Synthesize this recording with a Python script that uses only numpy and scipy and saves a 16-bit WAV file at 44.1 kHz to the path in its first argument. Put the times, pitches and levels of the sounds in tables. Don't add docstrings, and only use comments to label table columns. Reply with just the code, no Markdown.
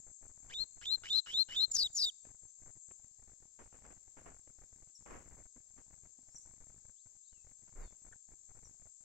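import sys
import numpy as np
from scipy import signal
from scipy.fft import rfft, irfft, next_fast_len
from scipy.io import wavfile
from scipy.ndimage import uniform_filter1d, map_coordinates

SR = 44100
rng = np.random.default_rng(int(sys.argv[2]) if len(sys.argv) > 2 else 0)


def transcribe(u):
    v = np.clip(np.atleast_2d(u).T, -1, 1)
    q = np.round(v * 32767).astype(np.int16)
    wavfile.write(sys.argv[1], SR, q)


N = 398649
T = np.arange(N) / SR

# frequency in Hz, relative level in dB per Hz.
RUMBLE = [(8,3),(25,-0.5),(50,-4),(100,-8.5),(200,-17.5),(500,-16.5),(1200,-25.5),(2200,-27.5),(3200,-50)]
FADE_DB, ATTACK_S, RELEASE_S = 18.5, .007, .008
CLEAR_HZ = 3530


def song():
    # frequency in Hz, relative dB per Hz.
    rasp_colour = [(900,-5.5),(1600,4),(3500,-7.5),(5500,9.5),(7600,-4),(8800,-5),(15500,-17.5)]
    # start, voice clears, whistle joins, whistle alone, end, all in seconds,
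    # glide, whistle and held tone in dB before their swells, whistle's first and last pitch in Hz
    rising_notes = [(0.493,0.544,.584,.603,.644,-39.5,-32,-58.5,4010,4170,0.02),
                    (0.809,0.861,.902,.921,.963,-35,-26,-54.5,3975,4090,0.02),
                    (1.031,1.099,1.126,1.159,1.206,-31,-25,-48,3980,4050,0.11),
                    (1.255,1.335,1.368,1.395,1.435,-31.5,-23.5,-44,3944,4112,0.03),
                    (1.481,1.559,1.595,1.627,1.660,-30,-24,-44,3950,4130,.04)]
    # start, pitch breaks, tail joins, tail alone, end, all in seconds,
    # tail's starting level in dB before its edges, pitch it settles towards in Hz.
    falling_notes = [(1.71,1.749,1.795,1.836,1.877,-30.5,3814),(1.927,1.969,2.008,2.054,2.104,-31.5,3644)]
    # time in seconds, level in dB before gain and edges.
    sweep_effort = [
        [(1.711, -41), (1.719, -33), (1.729, -49.5), (1.753, -30.5), (1.767, -34), (1.775, -43.5), (1.791, -32),
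         (1.825, -36.5), (1.832, -29.5)],
        [(1.931, -49), (1.947, -52), (1.953, -37.5), (1.991, -36), (1.999, -36.5), (2.045, -30), (2.051, -31)],
    ]

    hiss = noise(rasp_colour, likeness=0)
    dull = shape(hiss, lambda f: gain_at(f, [(7000, -1.5), (10000, -5.5)]))
    bright = shape(hiss, lambda f: gain_at(f, [(2500, -8.5), (4500, 3.5), (8000, 1), (11000, -1)]))
    held, run_ups, whistles, sweeps, tails = [], [], [], [], []
    for start, clear, join, alone, end, glide_db, whistle_db, held_db, first_hz, last_hz, rasp in rising_notes:
        held.append(held_tone(start, clear, held_db))
        run_ups.append(run_up(start, clear, alone, glide_db))
        whistles.append(whistle(join, alone, end, whistle_db, first_hz, last_hz, rasp))
    for (start, breaks, join, alone, end, tail_db, tail_hz), effort in zip(falling_notes, sweep_effort):
        stroke = sweep(start, breaks, alone, effort)
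        sweeps += [stroke, strand(stroke, breaks)]
        tails.append(tail(join, end, tail_db, tail_hz))

    rising = syrinx(held, dull, overtone_db=-17, blur=.6, jitter=0.056, shimmer=0.717, hiss_db=-4.5,
                    flutter_hz=600, buzz=0.596, buzz_hz=736.5, least_rasp=0.289)
    rising += syrinx(run_ups, dull, overtone_db=0, blur=.5, jitter=0.14, shimmer=0.7, hiss_db=-12.0,
                     flutter_hz=605.3, buzz=0.54, buzz_hz=593.5, least_rasp=.015)
    rising += syrinx(whistles, bright, overtone_db=1, blur=.5, jitter=.14, shimmer=1.6, hiss_db=-11,
                     flutter_hz=400, buzz=.6, buzz_hz=700, least_rasp=.03)
    falling = syrinx(sweeps, bright, overtone_db=11, blur=0.92, jitter=0.1, shimmer=0.55, hiss_db=-13,
                     flutter_hz=594.5, buzz=0.24, buzz_hz=1155, least_rasp=0.049)
    falling += syrinx(tails, bright, overtone_db=7.5, blur=0.67, jitter=0.098, shimmer=1.0, hiss_db=-12.5,
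                      flutter_hz=902, buzz=0.16, buzz_hz=890, least_rasp=0.13)
    return rising + falling


def syrinx(strokes, hiss, overtone_db, blur, jitter, shimmer, hiss_db, flutter_hz, buzz, buzz_hz,
           least_rasp, right_turn=1.56):
    # frequency in Hz, dB that overtone_db is added to.
    throat = [(3000,-5),(5800,-15.5),(7400,-19.5),(8500,-41),(11000,-36.5),(12500,-41.5),(15500,-46.5)]
    # frequency in Hz, right minus left in dB.
    balance = [(1500,-2.5),(3000,-2.5),(3470,6),(3700,-2),(3900,-7.5),(4150,-15),(4400,-5.5),(4750,-4),(5200,-3.5),(5900,-6),(6400,-13),(7200,4)]
    out = np.zeros((2, N))
    for t, hz, db, hoarse in strokes:
        i = np.rint(t * SR).astype(int)
        right_db = np.interp(hz, *np.transpose(balance))
        rasp = np.clip(least_rasp + hoarse, 0, 1)
        flap_hz = buzz_hz * (1 + 0.3 * wander(t, 160))
        flap = buzz * rasp * np.sin(2 * np.pi * np.cumsum(flap_hz) / SR)
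        shaken_hz = hz * (1 + jitter * rasp * wander(t, flutter_hz))
        phase = 2 * np.pi * np.cumsum(shaken_hz) / SR + flap
        tone = np.array([np.sin(phase), undb(right_db) * np.sin(phase - right_turn)])
        tone = tone * (1 + flap / 2)
        blurred = np.array([phase + blur * wander(t, 400) for _ in range(2)])
        overtones = 0
        for k in range(2, 5):
            overtones = overtones + gain_at(k * hz, throat) * (k * hz < SR / 2) * np.sin(k * blurred)
        scattered = undb(overtone_db) * overtones + undb(hiss_db) * rasp * hiss[:, i]
        scattered = scattered * undb(right_db / 2)
        scattered *= undb([[-2], [2]])
        fade = np.clip(np.minimum(t - t[0], t[-1] - t) / .002, 0, 1)
        strength = undb(db) / np.hypot(1, undb(right_db))
        strength = strength * np.exp(shimmer * rasp * wander(t, flutter_hz / 2))
        out[:, i] += np.sqrt(2) * fade * strength * (tone + scattered)
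    return out


def run_up(start, clear, alone, db):
    hoarse_hz, glide_top_hz, climb_power = 1450, 4000, 1.75
    hoarse_db, run_up_swell_db, glide_swell_db = -55.5, 9, 1.5
    hoarse_rasp, clear_rasp = .7, .035
    t = span(start, alone + RELEASE_S / 2)
    climb, glide = ramp(t, start, clear), ramp(t, clear, alone)
    cleared = ramp(t, clear - .006, clear + .0097)
    hz = hoarse_hz + (CLEAR_HZ - hoarse_hz) * climb ** climb_power
    hz += (glide_top_hz - CLEAR_HZ) * glide ** 1.6
    murmur_db = hoarse_db + run_up_swell_db * climb ** 3
    level = (1 - cleared) * murmur_db + cleared * db + glide_swell_db * glide ** 2
    rasp = hoarse_rasp + (clear_rasp - hoarse_rasp) * cleared
    return t, hz, level + edges(t, ATTACK_S, RELEASE_S), rasp


def held_tone(start, clear, db):
    held_hz, rise_hz_per_s, bend_s = 2900, 1300, 0.00976
    lead_s, arch_db = .004, 13
    t = span(start + lead_s, clear)
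    hz = held_hz + rise_hz_per_s * (t - start)
    hz += (CLEAR_HZ - hz) * np.exp((t - clear) / bend_s)
    return t, hz, db - arch_db * np.linspace(-1, .6, len(t)) ** 2, 0


def whistle(join, alone, end, db, first_hz, last_hz, rasp):
    arch_hz, droop_hz, subdued_db, whistle_release_s = 119.9, 160.3, -8.5, 0.018
    t = span(join, end)
    u = ramp(t, join, end)
    hz = first_hz + (last_hz - first_hz) * u + arch_hz * np.sin(np.pi * u)
    hz -= droop_hz * ramp(t, end - RELEASE_S, end)
    subdued = 1 - ramp(t, join, alone + RELEASE_S / 2) ** 3
    return t, hz, db + subdued_db * subdued + edges(t, ATTACK_S / 2, whistle_release_s), rasp


def sweep(start, breaks, alone, effort):
    top_hz, end_hz, sag_hz_per_s, drop_s = 6840, 4630, 8130, .022
    droop_hz, droop_s, gain_db = 450, 0.0043, 4
    sweep_rasp, break_rasp, break_s = 0.19, 0.35, 0.032
    t = span(start, alone)
    hz = end_hz + (top_hz - end_hz) * np.exp(-np.maximum(t - breaks, 0) / drop_s)
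    hz += sag_hz_per_s * np.maximum(breaks - t, 0)
    hz -= droop_hz * np.exp((t - alone) / droop_s)
    level = np.interp(t, *np.transpose(effort)) + gain_db + edges(t, ATTACK_S, RELEASE_S / 2)
    rasp = sweep_rasp + break_rasp * np.exp(-((t - breaks - break_s / 2) / break_s) ** 2)
    return t, hz, level, rasp


def strand(stroke, breaks):
    strand_db, dive_hz_per_s, strand_s = -10.5, 46000, 0.034
    inside = (stroke[0] > breaks) & (stroke[0] < breaks + strand_s)
    t, hz, db, rasp = (column[inside] for column in stroke)
    level = db + strand_db + edges(t, ATTACK_S / 2, RELEASE_S)
    return t, hz - dive_hz_per_s * (t - breaks), level, rasp / 2


def tail(join, end, db, rest_hz):
    above_hz, settle_s, drop_hz, drop_s = 1300, .018, 930, 0.0065
    tail_release_s, fade_db_per_s = .016, 28
    t = span(join, end)
    hz = rest_hz + above_hz * np.exp((join - t) / settle_s) - drop_hz * np.exp((t - end) / drop_s)
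    level = db - fade_db_per_s * (t - join) + edges(t, 2 * ATTACK_S, tail_release_s)
    return t, hz, level, 0


def edges(t, attack, release):
    rise, fall = ramp(t, t[0], t[0] + attack), ramp(t, t[-1] - release, t[-1])
    return -FADE_DB * ((1 - rise) ** 2 + fall ** 2)


def garden(x, near_db=-26, near_t60=.045, far_db=-35, far_t60=0.73):
    t = T[:SR // 2]

    def echoes(t60):
        h = rng.standard_normal((2, len(t))) * np.exp(-np.log(1000) * t / t60) * (t > .002)
        return unit(h) / np.sqrt(len(t))

    response = undb(near_db) * echoes(near_t60) + undb(far_db) * echoes(far_t60)
    return x + signal.fftconvolve(x, response, axes=1)[:, :N]


def scuffs(grain_db=-0.5, low_db=-6, perch_hz=250, perch_decay=0.022):
    # frequency in Hz, relative level in dB per Hz.
    scuff_colour = [(40,5),(120,-1),(300,6),(800,1),(1600,-2.5),(2500,-9),(4000,-29.5),(6000,-16.5),(10000,-32.5),(15000,-66)]
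    # time in seconds, level in dB.
    perch_knocks = [(5.556,-57.5),(6.186,-56.5)]
    grain = undb(grain_db * wander(T, 180))
    out = bursts(rise=0.011, linger=0.92) * grain * noise(scuff_colour, likeness=0.091)
    out += undb(low_db) * bursts(rise=0.026, linger=1.56) * noise(RUMBLE, likeness=0.58)
    for s, db in perch_knocks:
        age = np.maximum(T - s, 0)
        out += undb(db) * np.exp(-age / perch_decay) * np.sin(2 * np.pi * perch_hz * age)
    return out


def bursts(rise, linger):
    # start in seconds, level in dB, decay in seconds before linger stretches it.
    burst_times = [(2.243,-60,0.033),(2.90,-57.5,0.016),(3.582,-56.5,0.071),(3.717,-60.5,0.12),(3.839,-56.5,0.034),(3.899,-57.5,0.036),(4.162,-57,0.081),(4.253,-54,0.049),(4.462,-62.5,0.016),(4.88,-62.5,0.019),
                   (5.053,-55.5,0.13),(5.097,-51.5,0.043),(5.126,-53,0.066),(5.769,-60.5,0.045),(7.66,-65.5,0.062),(7.754,-68,0.04),(7.81,-62.5,0.095)]
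    power = np.zeros(N)
    for s, db, decay in burst_times:
        age = np.maximum(T - s, 0)
        dying = np.exp(-np.maximum(age - rise, 0) / (decay * linger))
        power += (undb(db) * np.minimum(age / rise, 1) * dying) ** 2
    return np.sqrt(power)


def wingbeats(beat_hz=25.9, eddy_db=-12, count=3):
    # start in seconds, level in dB.
    flutter_times = [(7.753,-42.5)]
    out = 0
    for s, db in flutter_times:
        turns = np.clip((T - s) * beat_hz, 0, count)
        strength = np.sqrt(np.abs(np.sin(np.pi * turns / count)))
        eddies = undb(eddy_db) * noise(RUMBLE, likeness=0.28)
        out += undb(db) * strength * (np.sin(2 * np.pi * turns) + eddies)
    return out


def chirps(right_db=-2, octave_db=-22, octave_top_hz=11500):
    # start in seconds, length in seconds, start, middle and end pitch in Hz, level in dB.
    chirp_calls = [(2.472,0.035,6400,6250,6000,-65),(3.598,0.11,8150,8130,8060,-72.5),(4.947,0.02,5850,5630,5430,-57.5),
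                   (6.24,0.29,5350,5590,6370,-77),(6.352,0.02,6200,5900,5400,-52),(6.382,0.0048,7200,7560,7750,-46.5),
                   (6.356,0.11,8100,9360,8550,-81.5),(6.401,.04,5870,6080,6350,-65),(6.952,0.1,2750,3970,5380,-81.5),(7.227,0.075,3400,4250,5300,-79.5),(7.262,0.069,3730,3920,4880,-79),(7.309,0.15,3220,2670,2640,-80),
                   (7.782,0.16,4200,3630,3530,-81.5),(7.794,0.098,5100,4500,4200,-76),(8.124,0.01,2080,1626,1500,-57.5),(8.637,0.034,6400,5780,5450,-62.5)]
    out = np.zeros(N)
    for s, length, start_hz, middle_hz, end_hz, db in chirp_calls:
        i = np.arange(int(s * SR), min(int((s + length) * SR), N))
        u = np.linspace(0, 1, len(i))
        curve = np.polyfit([0, .5, 1], [start_hz, middle_hz, end_hz], 2)
        hz = np.polyval(curve, u) * (1 + .012 * wander(i / SR, 600))
        phase = 2 * np.pi * np.cumsum(hz) / SR
        octave = undb(octave_db) * (2 * hz < octave_top_hz) * np.sin(2 * phase)
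        out[i] += np.sqrt(2) * undb(db) * np.sin(np.pi * u) * (np.sin(phase) + octave)
    return place(out, right_db)


def insects(shrill_hz=7670, shrill_width_hz=65, shrill_db=-67, swell_hz=1.914, swell_s=5.42, swell_db=4):
    # centre in Hz, width in Hz, level in dB relative to the other choruses,
    # right minus left in dB, pulses per second, pulse depth in dB either way.
    insect_kinds = [(5607,90,-97.5,-8.5,31,1),(6330,160,-71.5,-12.5,26.2,1),(6615,165,-63.5,-16,84,2.5),(7220,190,-61.5,-12.5,55,1),(7475,125,-58,-16.5,47,3),(7854,91,-77.5,-5,43,5)]
    # time in seconds, level in dB.
    drone_level = [(0,-58.5),(2.2,-60),(2.4,-59),(2.95,-57.5),(3.1,-62),(6,-61),(9,-60.5)]
    swell = swell_db * np.cos(2 * np.pi * swell_hz * (T - swell_s))
    out = place(undb(shrill_db + swell), -10) * chorus(shrill_hz, shrill_width_hz)
    for hz, width_hz, db, right_db, pulse_rate, depth_db in insect_kinds:
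        uneven_rate = pulse_rate * (1 + .05 * wander(T, 6.7))
        pulse = np.sin(2 * np.pi * np.cumsum(uneven_rate) / SR)
        level = undb(db + depth_db * pulse + .8 * wander(T, 19))
        out += place(level, right_db) * chorus(hz, width_hz)
    return unit(out) * undb(np.interp(T, *np.transpose(drone_level)) + 1.0)


def chorus(hz, width_hz):
    return unit(shape(rng.standard_normal((2, N)), lambda f: np.exp(-.5 * ((f - hz) / width_hz) ** 2)))


def open_air(hiss_db=-72.5374, gap_db=-10, gust_db=2.0, gust_rate=16):
    # time in seconds, level in dB.
    breeze = [(0,-62),(.8,-61.5),(1.2,-62.5),(1.9,-61.5),(2.3,-63),(2.8,-62.5),(3.2,-64.5),(4.0,-63),(4.7,-65),(5.3,-59),(5.7,-62.5),(6.6,-64),(7.4,-65),(7.8,-60.5),(8.2,-62.5),(9.0,-62.5)]
    # from and to, in seconds.
    gate_gaps = [(.13,.21),(1.19,1.26),(2.08,2.23),(2.51,2.58),(2.79,2.88),(4.91,5.0),(5.48,5.55),(6.93,7.05),(7.18,7.32),(8.17,8.28),(8.9,9.0)]
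    # frequency in Hz, relative level in dB per Hz.
    leaf_colour = [(1500,2.5),(2800,-10.5),(4000,-1.5),(5300,4.5),(7500,10.5),(8800,-18),(11500,-16),(12500,-24),(15500,-21)]
    shut = uniform_filter1d(sum(1. * ((T > a) & (T < b)) for a, b in gate_gaps), SR // 50)
    breeze_db = np.interp(T, *np.transpose(breeze)) + gap_db * shut + gust_db * wander(T, gust_rate)
    rumble = undb(breeze_db) * noise(RUMBLE, likeness=0.46)
    leaves = place(undb(hiss_db), -3.0)[:, None] * noise(leaf_colour, likeness=0.042)
    return rumble + leaves


def undb(db):
    return 10 ** (np.asarray(db) / 20)


def unit(x):
    return x / np.sqrt(np.mean(x ** 2))


def gain_at(hz, points):
    f, db = np.transpose(points)
    return undb(np.interp(np.log(np.maximum(hz, 1)), np.log(f), db))


def shape(x, response):
    size = next_fast_len(N + 4096)
    hz = np.arange(size // 2 + 1) * SR / size
    return irfft(rfft(x, size) * response(hz), size)[..., :N]


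def noise(points, likeness):
    mid, side = shape(rng.standard_normal((2, N)), lambda f: gain_at(f, points))
    c = np.clip(likeness, -1, 1)
    return unit(np.sqrt(1 + c) * mid + np.sqrt(1 - c) * side * np.array([[1], [-1]]))


def wander(t, rate):
    steps = (t - t[0]) * rate
    return map_coordinates(rng.standard_normal(int(steps[-1]) + 2), [steps], order=2, mode="nearest")


def place(x, right_db):
    return np.array([x, x * undb(right_db)])


def span(start, end):
    return T[int(start * SR):int(end * SR)]


def ramp(t, start, end):
    return np.clip((t - start) / (end - start), 0, 1)


def scene():
    birds = garden(song()) + garden(chirps(), near_db=-1, far_db=-6.5, far_t60=0.4)
    return birds + scuffs() + wingbeats() + insects() + open_air()


def record(dry, split_hz=2800, threshold_db=-60, closed_db=-16.0, steepness=4, window_s=.003, top_hz=15750):
    low = shape(dry, lambda f: 1 / (1 + (f / split_hz) ** 12))
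    power = uniform_filter1d(np.mean(low, axis=0) ** 2, max(int(window_s * SR), 1))
    loudness = np.sqrt(np.abs(power)) / undb(threshold_db)
    opening = np.clip(loudness ** steepness, undb(closed_db), 1)
    gated = dry - low + opening * low
    top_cut = signal.ellip(10, .2, 70, top_hz, fs=SR, output="sos")
    return signal.sosfilt(top_cut, gated)


dry = scene()
out = record(dry)
transcribe(out)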